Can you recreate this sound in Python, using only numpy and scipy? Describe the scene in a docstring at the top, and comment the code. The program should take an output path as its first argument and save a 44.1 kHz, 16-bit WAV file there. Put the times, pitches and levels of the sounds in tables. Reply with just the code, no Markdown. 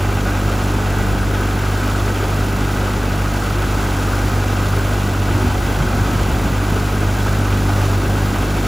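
"""On a concrete ramp, a geared four-cylinder aircraft engine idles uncowled, turning a three-blade propeller.
The exhaust note is a sum of harmonics of the firing rate with bursts of gas noise and uneven pulses.
Valve train, gearbox and injectors are noise through metal resonances, and shaft tones whine.
The blades buzz and whoosh amid rushing air. Two light gusts cross the microphone:
the first brings one buffet, the second a flurry."""
import sys
import numpy as np
from scipy.fft import rfft, irfft, next_fast_len
from scipy.io import wavfile
from scipy.ndimage import map_coordinates

SR = 44100
rng = np.random.default_rng(int(sys.argv[2]) if len(sys.argv) > 2 else 0)


def output_pcm(signal):
    """Save a mono or channel-first signal as 16-bit PCM at the path in sys.argv[1].

    Samples are clipped to [-1, 1] before scaling.
    """
    pcm = np.clip(np.atleast_2d(signal).T, -1, 1) * 32767
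    wavfile.write(sys.argv[1], SR, np.round(pcm).astype(np.int16))


N = 382347

# Cylinders in firing order. Each row: exhaust puff strength in dB, injector tick strength in dB.
CYLINDERS = [(-10, 1), (-3, 2), (-3, 5), (-2.5, 1)]
BLADES_PER_FIRING = .649


def amp(db):
    """Decibels to gain."""
    return 10 ** (np.asarray(db) / 20)


def unit(x):
    """Scale to rms 1."""
    return x / np.sqrt(np.mean(x ** 2) + 1e-20)


def along(points, hz):
    """Read (Hz, value) points on a log axis."""
    f, v = np.transpose(points)
    return np.interp(np.log(hz + 1), np.log(f + 1), v)


def curve(rows):
    """One value per sample from (seconds, value) points."""
    s, value = np.transpose(rows)
    return np.interp(np.arange(N) / SR, s, value)


def wobble(knots_per_s):
    """A smooth random curve."""
    return map_coordinates(rng.standard_normal(2000), [np.arange(N) * knots_per_s / SR], mode="mirror")


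def creep(db_per_s):
    """A slow, even change of level in dB, zero halfway through."""
    return db_per_s * (np.arange(N) - N / 2) / SR


def filtered(x, response):
    """x times a complex response of frequency."""
    size = next_fast_len(N + SR // 2)
    spectrum = rfft(x, size) * response(np.fft.rfftfreq(size, 1 / SR))
    return irfft(spectrum, size)[..., :N]


def colour(points):
    """The response of a (Hz, dB) spectrum."""
    return lambda hz: amp(along(points, hz))


def resonance(hz, centre_hz, width_hz):
    """The causal response of one damped mode, 1 at its centre."""
    damping = 1j * hz * width_hz
    return damping / (centre_hz ** 2 - hz ** 2 + damping)


def noise():
    """Two unrelated white noises."""
    return rng.standard_normal((2, N))


def radiate(pair, response):
    """Colour two unrelated signals and blend them into left and right, rms 1."""
    # Left-right likeness. 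Each row: frequency in Hz, correlation.
    likeness = [(45, .985), (90, .97), (200, .965), (700, .945), (1050, .935), (1300, .88), (1580, .78),
                (1770, .05), (1950, .8), (2150, .97), (2450, .99), (2650, .98), (3300, .955), (3650, 1),
                (7000, 1), (8000, .93), (15000, .92)]

    def mid_side(hz):
        turn = np.arccos(np.clip(along(likeness, hz), -1, 1)) / 2
        return response(hz) * np.array([np.cos(turn), np.sin(turn)])

    mid, side = filtered(pair, mid_side)
    return unit(np.array([mid + side, mid - side]))


def lobe(turns, at, sharpness):
    """One smooth bump per turn, peaking at the given fraction of it."""
    return np.exp(sharpness * (np.cos(2 * np.pi * (turns - at)) - 1))


def strengths(firings, at, cylinder_db, scatter_db):
    """The gain of each firing: its cylinder's own strength, and chance."""
    index = np.round(firings - at).astype(int) + 2
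    chance_db = scatter_db * rng.standard_normal(1000)[index]
    return amp(cylinder_db[index % len(cylinder_db)] + chance_db)


def strikes(turns, rows, scatter_db):
    """Once a turn, each row strikes a resonance of the metal with a gritty burst that dies away."""
    period_s = N / SR / (turns[-1] - turns[0])
    total = np.zeros((2, N))
    for at, centre_hz, width_hz, decay_s, db in rows:
        count, part = np.divmod(turns - at + 1, 1)
        size = amp(scatter_db * rng.standard_normal(1000)[count.astype(int)])
        bursts = noise() * size * np.exp(-part * period_s / decay_s)
        total += amp(db) * radiate(bursts, lambda hz: resonance(hz, centre_hz, width_hz) ** 2)
    return total


def gusts(lumpy_db=3):
    """A light breeze swells and fades, rumbling differently on each port."""
    # Gusts. Each row: middle in seconds, length in seconds, level in dB.
    gust_rows = [(1.102, 0.54, -35), (5.93, 1.3, -38.5)]
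    # Wind rumble spectrum. Each row: frequency in Hz, density in dB per Hz.
    eddy_spectrum = [(15, -30), (45, -9), (75, 10), (130, -1), (220, -7), (320, -7), (500, -29),
                     (2000, -80)]
    s, length_s, db = np.transpose(gust_rows)[:, :, None]
    offset = 2 * (np.arange(N) / SR - s) / length_s
    swell = np.sum(amp(db) / (1 + offset ** 10), axis=0)
    return swell * unit(filtered(noise(), colour(eddy_spectrum)) * amp(lumpy_db * wobble(6.8)))


def buffets(push_cycles=0.7, flutter_width_s=.009):
    """Each eddy gives the microphone one round push and a short flutter above it."""
    # Eddies. Each row: time in seconds, push in dB, push frequency in Hz, flutter in dB.
    eddies = [(1.149, -14, 100, -35), (5.315, -13, 75, -25), (5.357, -9, 90, -23), (5.445, -14, 250, -19),
              (5.48, -9.5, 68, -35), (5.539, -16, 65, -33), (5.606, -17, 75, -28), (5.654, -19, 80, -35),
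              (5.811, -11, 110, -25), (5.828, -12, 75, -25), (5.849, -15, 90, -27), (5.878, -16, 75, -28),
              (5.949, -16, 75, -22), (5.98, -14, 165, -27), (6.017, -10.5, 85, -33), (6.06, -18, 130, -32),
              (6.094, -14, 75, -28), (6.136, -11, 200, -23), (6.16, -15, 95, -30), (6.218, -13, 70, -27),
              (6.285, -22, 70, -21), (6.327, -11, 80, -28), (6.45, -17, 60, -28), (6.464, -17, 80, -19),
              (6.511, -16, 55, -23), (6.527, -18, 90, -24), (6.726, -12, 195, -33)]
    # Flutter spectrum. Each row: frequency in Hz, density in dB per Hz.
    flutter_spectrum = [(50, -16), (130, 0.5), (230, -1), (310, -12), (520, -20), (2000, -75)]
    pushes, swell = np.zeros(N), np.zeros(N)
    for s, push_db, hz, flutter_db in eddies:
        near = slice(int(s * SR) - SR // 10, int(s * SR) + SR // 10)
        t = np.arange(near.start, near.stop) / SR - s
        pushes[near] -= amp(push_db) * np.cos(2 * np.pi * hz * t) * np.exp(-(hz * t / push_cycles) ** 2)
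        swell[near] += amp(flutter_db) / (1 + (t / flutter_width_s) ** 2)
    return pushes + swell * radiate(noise(), colour(flutter_spectrum))


def rumble(rumble_db=-44):
    """Air stirred by the propeller rumbles faintly below the exhaust note."""
    # Stirred air. Each row: frequency in Hz, density in dB per Hz.
    air_spectrum = [(8, -10), (16, 2), (30, 0), (45, -10), (80, -30), (300, -80)]
    return amp(rumble_db) * radiate(noise(), colour(air_spectrum))


def wash(firings, wash_db=-28.0, blade_db=1.0, cam_db=0.58, unrest_db=0.4):
    """Rushing air and sliding parts, swelling with each blade and each camshaft turn."""
    # Wash spectrum. Each row: frequency in Hz, density in dB per Hz.
    wash_spectrum = [(60, -15), (250, 1), (550, -2.5), (1000, -0.5), (1500, -9.5), (1800, -8),
                     (2700, -12.5), (4000, -13), (5000, -14.5), (7500, -15.5), (10000, -20), (12500, -29),
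                     (14000, -22.5), (15500, -14)]
    blades = blade_db * np.cos(2 * np.pi * (BLADES_PER_FIRING * firings - .92))
    cam = cam_db * np.cos(2 * np.pi * (firings / len(CYLINDERS) - .6))
    return amp(wash_db + blades + cam + unrest_db * wobble(7)) * radiate(noise(), colour(wash_spectrum))


def blade_chop(firings, chop_db=-35):
    """Each blade throws a soft, low whoosh of air."""
    # Whoosh spectrum. Each row: frequency in Hz, density in dB per Hz.
    whoosh_spectrum = [(70, -23), (170, -2.5), (330, 0.5), (480, -15.5), (1500, -45)]
    passes = lobe(BLADES_PER_FIRING * firings, at=0.67, sharpness=1.7)
    return amp(chop_db) * radiate(noise() * passes, colour(whoosh_spectrum))


def propeller(firings, hum_db=-43, fall_db=1.1, waver_db=2, count=8):
    """Each passing blade pushes the air: a weak buzz whose harmonics beat against the exhaust note."""
    angle = 2 * np.pi * BLADES_PER_FIRING * firings
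    buzz = np.zeros(N)
    for k in range(count):
        level_db = hum_db - fall_db * k + waver_db * wobble(4)
        buzz += amp(level_db) * np.cos((k + 2) * angle)
    return np.sqrt(2) * buzz


def injectors(firings, tick_db=-43.3, scatter_db=2):
    """A short hiss at every firing, between the exhaust puffs, and three ringing clicks per cycle."""
    # Tick spectrum. Each row: frequency in Hz, density in dB per Hz.
    tick_spectrum = [(1000, -30), (2500, 0), (5000, 1), (8000, 1.5), (12500, -8), (15500, 4.5)]
    # Clicks. Each row: fraction of the four-stroke cycle, pitch in Hz, width in Hz, decay in seconds,
    # level in dB before the treble curve.
    clicks = [(.15, 7600, 1500, 0.0033, -57), (.375, 9900, 1400, 0.0033, -57.5),
              (.875, 7930, 700, 0.0037, -55.5)]
    size = strengths(firings, .6, np.transpose(CYLINDERS)[1], scatter_db=2.0)
    ticks = noise() * size * lobe(firings, at=0.61, sharpness=2.6)
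    hiss = amp(tick_db) * radiate(ticks, colour(tick_spectrum))
    return hiss + strikes(firings / len(CYLINDERS), clicks, scatter_db)


def whines(firings, waver_db=3, drift_rad=0.57):
    """Shaft, chain and gear tones, locked to the four-stroke cycle, waver in level and phase."""
    # Tones. Each row: multiple of the firing rate (rounded to whole cycles below), level in dB.
    tones = [(4.5, -57), (6.5, -51), (7.5, -45), (11, -48), (15.5, -51.5), (24.5, -51), (26, -50.5),
             (38.5, -56.5), (40, -53.5), (53.25, -55), (66.75, -58)]
    total = np.zeros(N)
    for k, db in tones:
        multiple = round(k * len(CYLINDERS)) / len(CYLINDERS)
        level = amp(db + waver_db * wobble(6))
        total += level * np.sin(2 * np.pi * multiple * firings + drift_rad * wobble(12))
    return np.sqrt(2) * total


def case(hz):
    """The causal response of the ringing block and gear case."""
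    # Resonances. Each row: frequency in Hz, width in Hz, gain in dB.
    modes = [(391, 101, -1), (763, 232, -3.5), (1282, 170, -4), (1484, 84, -0.5), (1614, 108, -5),
             (1960, 145, -11), (2380, 225, -13), (2670, 163, -10.5), (3170, 690, -18)]
    return sum((-1) ** k * amp(db) * resonance(hz, c, w) for k, (c, w, db) in enumerate(modes))


def clatter(firings, clatter_db=-27.5, repeating=0.43, rattle=0.56, load_db=0.2, chatter_db=1.1, valve_db=.5):
    """Valves and gear teeth strike the case: partly the same every cycle, partly a dense loose rattle."""
    cycle = firings / len(CYLINDERS)
    length = int(N / (cycle[-1] - cycle[0]))  # samples in a mean cycle
    pattern = rng.standard_normal((2, length))
    valves = np.array([map_coordinates(p, [cycle % 1 * length], mode="grid-wrap") for p in pattern])
    knocks = unit((rng.random(N) < 900 / SR) * rng.uniform(-0.87, 1, (2, N)))  # 900 a second
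    # each passing blade loads the gear teeth, which chatter in clusters
    blade_load = load_db * np.cos(2 * np.pi * (BLADES_PER_FIRING * firings - .35))
    load = amp(blade_load + chatter_db * wobble(45))
    # the valves seat in a quick ripple, three swells to a firing
    seating = amp(valve_db * np.cos(2 * np.pi * 3 * firings - 2))
    blows = repeating * valves + rattle * knocks + 0.56 * noise()
    return amp(clatter_db) * radiate(load * seating * blows, case)


def block_knocks(firings, scatter_db=2):
    """Combustion jolts the block twice in every firing, a fine, fast rap under the clatter."""
    # Knocks. Each row: fraction of the firing period, frequency in Hz, width in Hz, decay in seconds,
    # level in dB.
    knock_rows = [(.21, 1450, 420, .0018, -44), (.66, 1430, 420, .0015, -45)]
    return strikes(firings, knock_rows, scatter_db)


def valve_taps(firings, scatter_db=2):
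    """A few valves tap louder than the rest, a quick limping tick at camshaft speed."""
    # Taps. Each row: fraction of the four-stroke cycle, frequency in Hz, width in Hz, decay in seconds,
    # level in dB.
    tap_rows = [(.15, 1260, 220, 0.0037, -45), (.16, 2810, 550, 0.0034, -53),
                (.29, 1304, 220, 0.0064, -47.5), (0.479, 2150, 450, 0.0058, -54),
                (.595, 3300, 960, 0.0058, -50.5), (.62, 2200, 500, .005, -51),
                (0.641, 730, 260, 0.0047, -44)]
    return strikes(firings / len(CYLINDERS), tap_rows, scatter_db)


def gear_rasp(firings, scatter_db=3.0):
    """The load of each passing blade rattles the gear teeth through their play, twice a blade."""
    # Rasps. Each row: fraction of the blade period, frequency in Hz, width in Hz, decay in seconds,
    # level in dB before the curve below.
    rasp_rows = [(.06, 1298, 280, 0.016, -40.5), (.36, 1545, 240, 0.0067, -42)]
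    # The rasp comes and goes. Each row: time in seconds, level in dB.
    rasp_curve = [(0, -2), (1.35, 0), (1.75, 5), (2.1, 0), (2.65, 0.5), (3.9, 4), (4.55, 1), (5, -3.5),
                  (5.5, -1), (5.9, 2), (7.05, -1), (7.5, 1), (8.67, -5)]
    return amp(curve(rasp_curve)) * strikes(BLADES_PER_FIRING * firings, rasp_rows, scatter_db)


def exhaust_puffs(firings, puff_db=-27.0, rise_db_per_s=0.17, pulsing=0.6, muffler_hz=170, muffler_delay_s=.002):
    """Turbulent gas leaves the pipe with each pulse; its lows linger in the muffler."""
    # A main and a weaker puff per firing. Each row: fraction of the firing period, share.
    puff_rows = [(-.24, 1), (.4, .5)]
    # Gas noise spectrum. Each row: frequency in Hz, density in dB per Hz.
    puff_spectrum = [(15, -20), (35, -16), (60, 0), (80, 2), (120, 0), (170, -2.5), (300, -4), (450, -7.5),
                     (800, -17), (2000, -31)]
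    size = strengths(firings, puff_rows[0][0], np.transpose(CYLINDERS)[0], scatter_db=3.5)
    bumps = sum(share * lobe(firings, at, sharpness=2.6) for at, share in puff_rows)
    gate = 1 + pulsing * size * bumps

    def muffler(hz):
        lag_cycles = muffler_delay_s * muffler_hz * np.arctan(hz / muffler_hz)
        return colour(puff_spectrum)(hz) * np.exp(-2j * np.pi * lag_cycles)

    return amp(puff_db + creep(rise_db_per_s)) * radiate(noise() * gate, muffler)


def stumble(firings, stumble_db=-35):
    """No two pulses are quite alike in strength, which fills the bass between the harmonics."""
    # Uneven part of the pulses. Each row: frequency in Hz, gain in dB.
    uneven_spectrum = [(15, -20), (45, -10), (78, -0.5), (110, -6), (170, -1), (400, -10)]
    size = np.log(strengths(firings, -.3, np.zeros(len(CYLINDERS)), scatter_db=1))
    pulses = size * lobe(firings, at=-0.13, sharpness=4)
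    return amp(stumble_db) * unit(filtered(pulses, colour(uneven_spectrum)))


def exhaust_note(firings, tone_db=-22.0, flutter_db=0.26, waver_db=2, growth_db_per_s=0.2):
    """Every firing sends one pressure pulse down the pipe; its upper harmonics drift in and out of step."""
    # Slow swell of the second harmonic. Each row: time in seconds, level in dB.
    octave_curve = [(0.0, -21.5), (1.0, -22), (2.2, -21), (3.6, -23.5), (4.7, -19), (5.8, -23),
                    (6.5, -22.5), (7.8, -18), (8.67, -23.5)]
    # Fourth harmonic, a hum near 200 Hz. Each row: time in seconds, level in dB.
    fourth_curve = [(0, -33), (.4, -31.5), (.8, -33.5), (1.2, -31.5), (1.7, -35), (2.3, -37), (2.7, -33),
                    (3.3, -33.5), (4, -32.5), (4.7, -35), (5.2, -33.5), (5.8, -35.5), (6.7, -34),
                    (7.2, -35.5), (8.4, -30)]
    # Wavering harmonics. Each row: multiple of the firing rate, level in dB halfway through,
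    # phase wander in radians.
    overtones = [(3, -34.5, 1.4), (5, -33.2, .4), (6, -35, 1.1), (7, -41.5, 2.3), (8, -45, 1.2),
                 (9, -47, 2)]
    angle = 2 * np.pi * firings
    lead = np.pi / 4  # a shared phase lead makes each pulse lopsided
    low = amp(tone_db + .8 * wobble(13)) * np.cos(angle + lead)
    middle = amp(curve(octave_curve) + flutter_db * wobble(18)) * np.cos(2 * angle + np.pi / 3)
    hum = amp(curve(fourth_curve) + waver_db * wobble(6)) * np.cos(4 * angle + lead)
    high = np.zeros(N)
    for k, db, wander_rad in overtones:
        level = amp(db + waver_db * wobble(9))
        high += level * np.cos(k * angle + lead + wander_rad * wobble(6))
    return -np.sqrt(2) * (low + middle + hum + amp(creep(growth_db_per_s)) * high)


def scene():
    """One crankshaft drives every part; the breeze plays on the microphone."""
    # Idle speed, hunting slightly. 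Each row: time in seconds, rate in firings per second.
    idle = [(0.0, 49.11), (0.5, 48.95), (1.2, 49.15), (1.7, 49.39), (2.3, 49.4), (2.8, 49.09), (3.5, 49.31),
            (4.5, 48.76), (5.5, 49.17), (6.4, 49.17), (6.8, 49.36), (7.4, 49.56), (7.8, 49.14),
            (8.67, 49.09)]
    # Treble level. Each row: time in seconds, level in dB.
    treble_curve = [(0, -1), (.6, -0.5), (1.3, -1.5), (1.8, 0), (3.1, -1), (3.9, .7), (4.6, 0), (5.1, -0.7),
                    (6.1, .3), (6.6, -0.6), (7.5, 0.1), (8.67, -0.3)]
    firings = .3 + np.cumsum(curve(idle)) / SR  # running count, with the starting phase
    air = gusts() + buffets() + rumble() + blade_chop(firings) + propeller(firings)
    treble = amp(curve(treble_curve)) * (wash(firings) + injectors(firings))
    gears = whines(firings) + gear_rasp(firings)
    engine = clatter(firings) + block_knocks(firings) + valve_taps(firings)
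    exhaust = exhaust_puffs(firings) + stumble(firings) + exhaust_note(firings)
    return air + treble + gears + engine + exhaust


def record(dry, low_cut_hz=30, top_hz=15800):
    """Two microphone ports, a low cut, and the recorder's band limit."""
    # Port phase: lows nearly together, top treble apart. Each row: frequency in Hz, left lead in radians.
    port_phase = [(0, 0), (100, -.08), (500, -.17), (1100, 0), (6800, 0), (7050, -.25), (7450, -.42),
                  (7750, -1.6), (8100, -1.9), (8520, -3.14), (9040, -4.6), (9900, -6.2), (10300, -6.4),
                  (12050, -9.42), (13600, -12.3), (14300, -12.8), (15750, -15.7)]
    # Port balance. Each row: frequency in Hz, left minus right in dB.
    balance = [(50, -.1), (300, -.3), (560, .2), (780, -1.5), (1200, -1), (1550, 2), (1820, -2), (2100, 0)]
    sides = np.array([[.5], [-.5]])

    def response(hz):
        lead_rad = np.interp(hz, *np.transpose(port_phase))
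        ports = np.exp(1j * sides * lead_rad) * amp(sides * along(balance, hz))
        low_cut = 1 - np.exp(-(hz / low_cut_hz) ** 2)
        return ports * low_cut * (hz < top_hz)

    return filtered(dry, response)


dry = scene()
out = record(dry)
output_pcm(out)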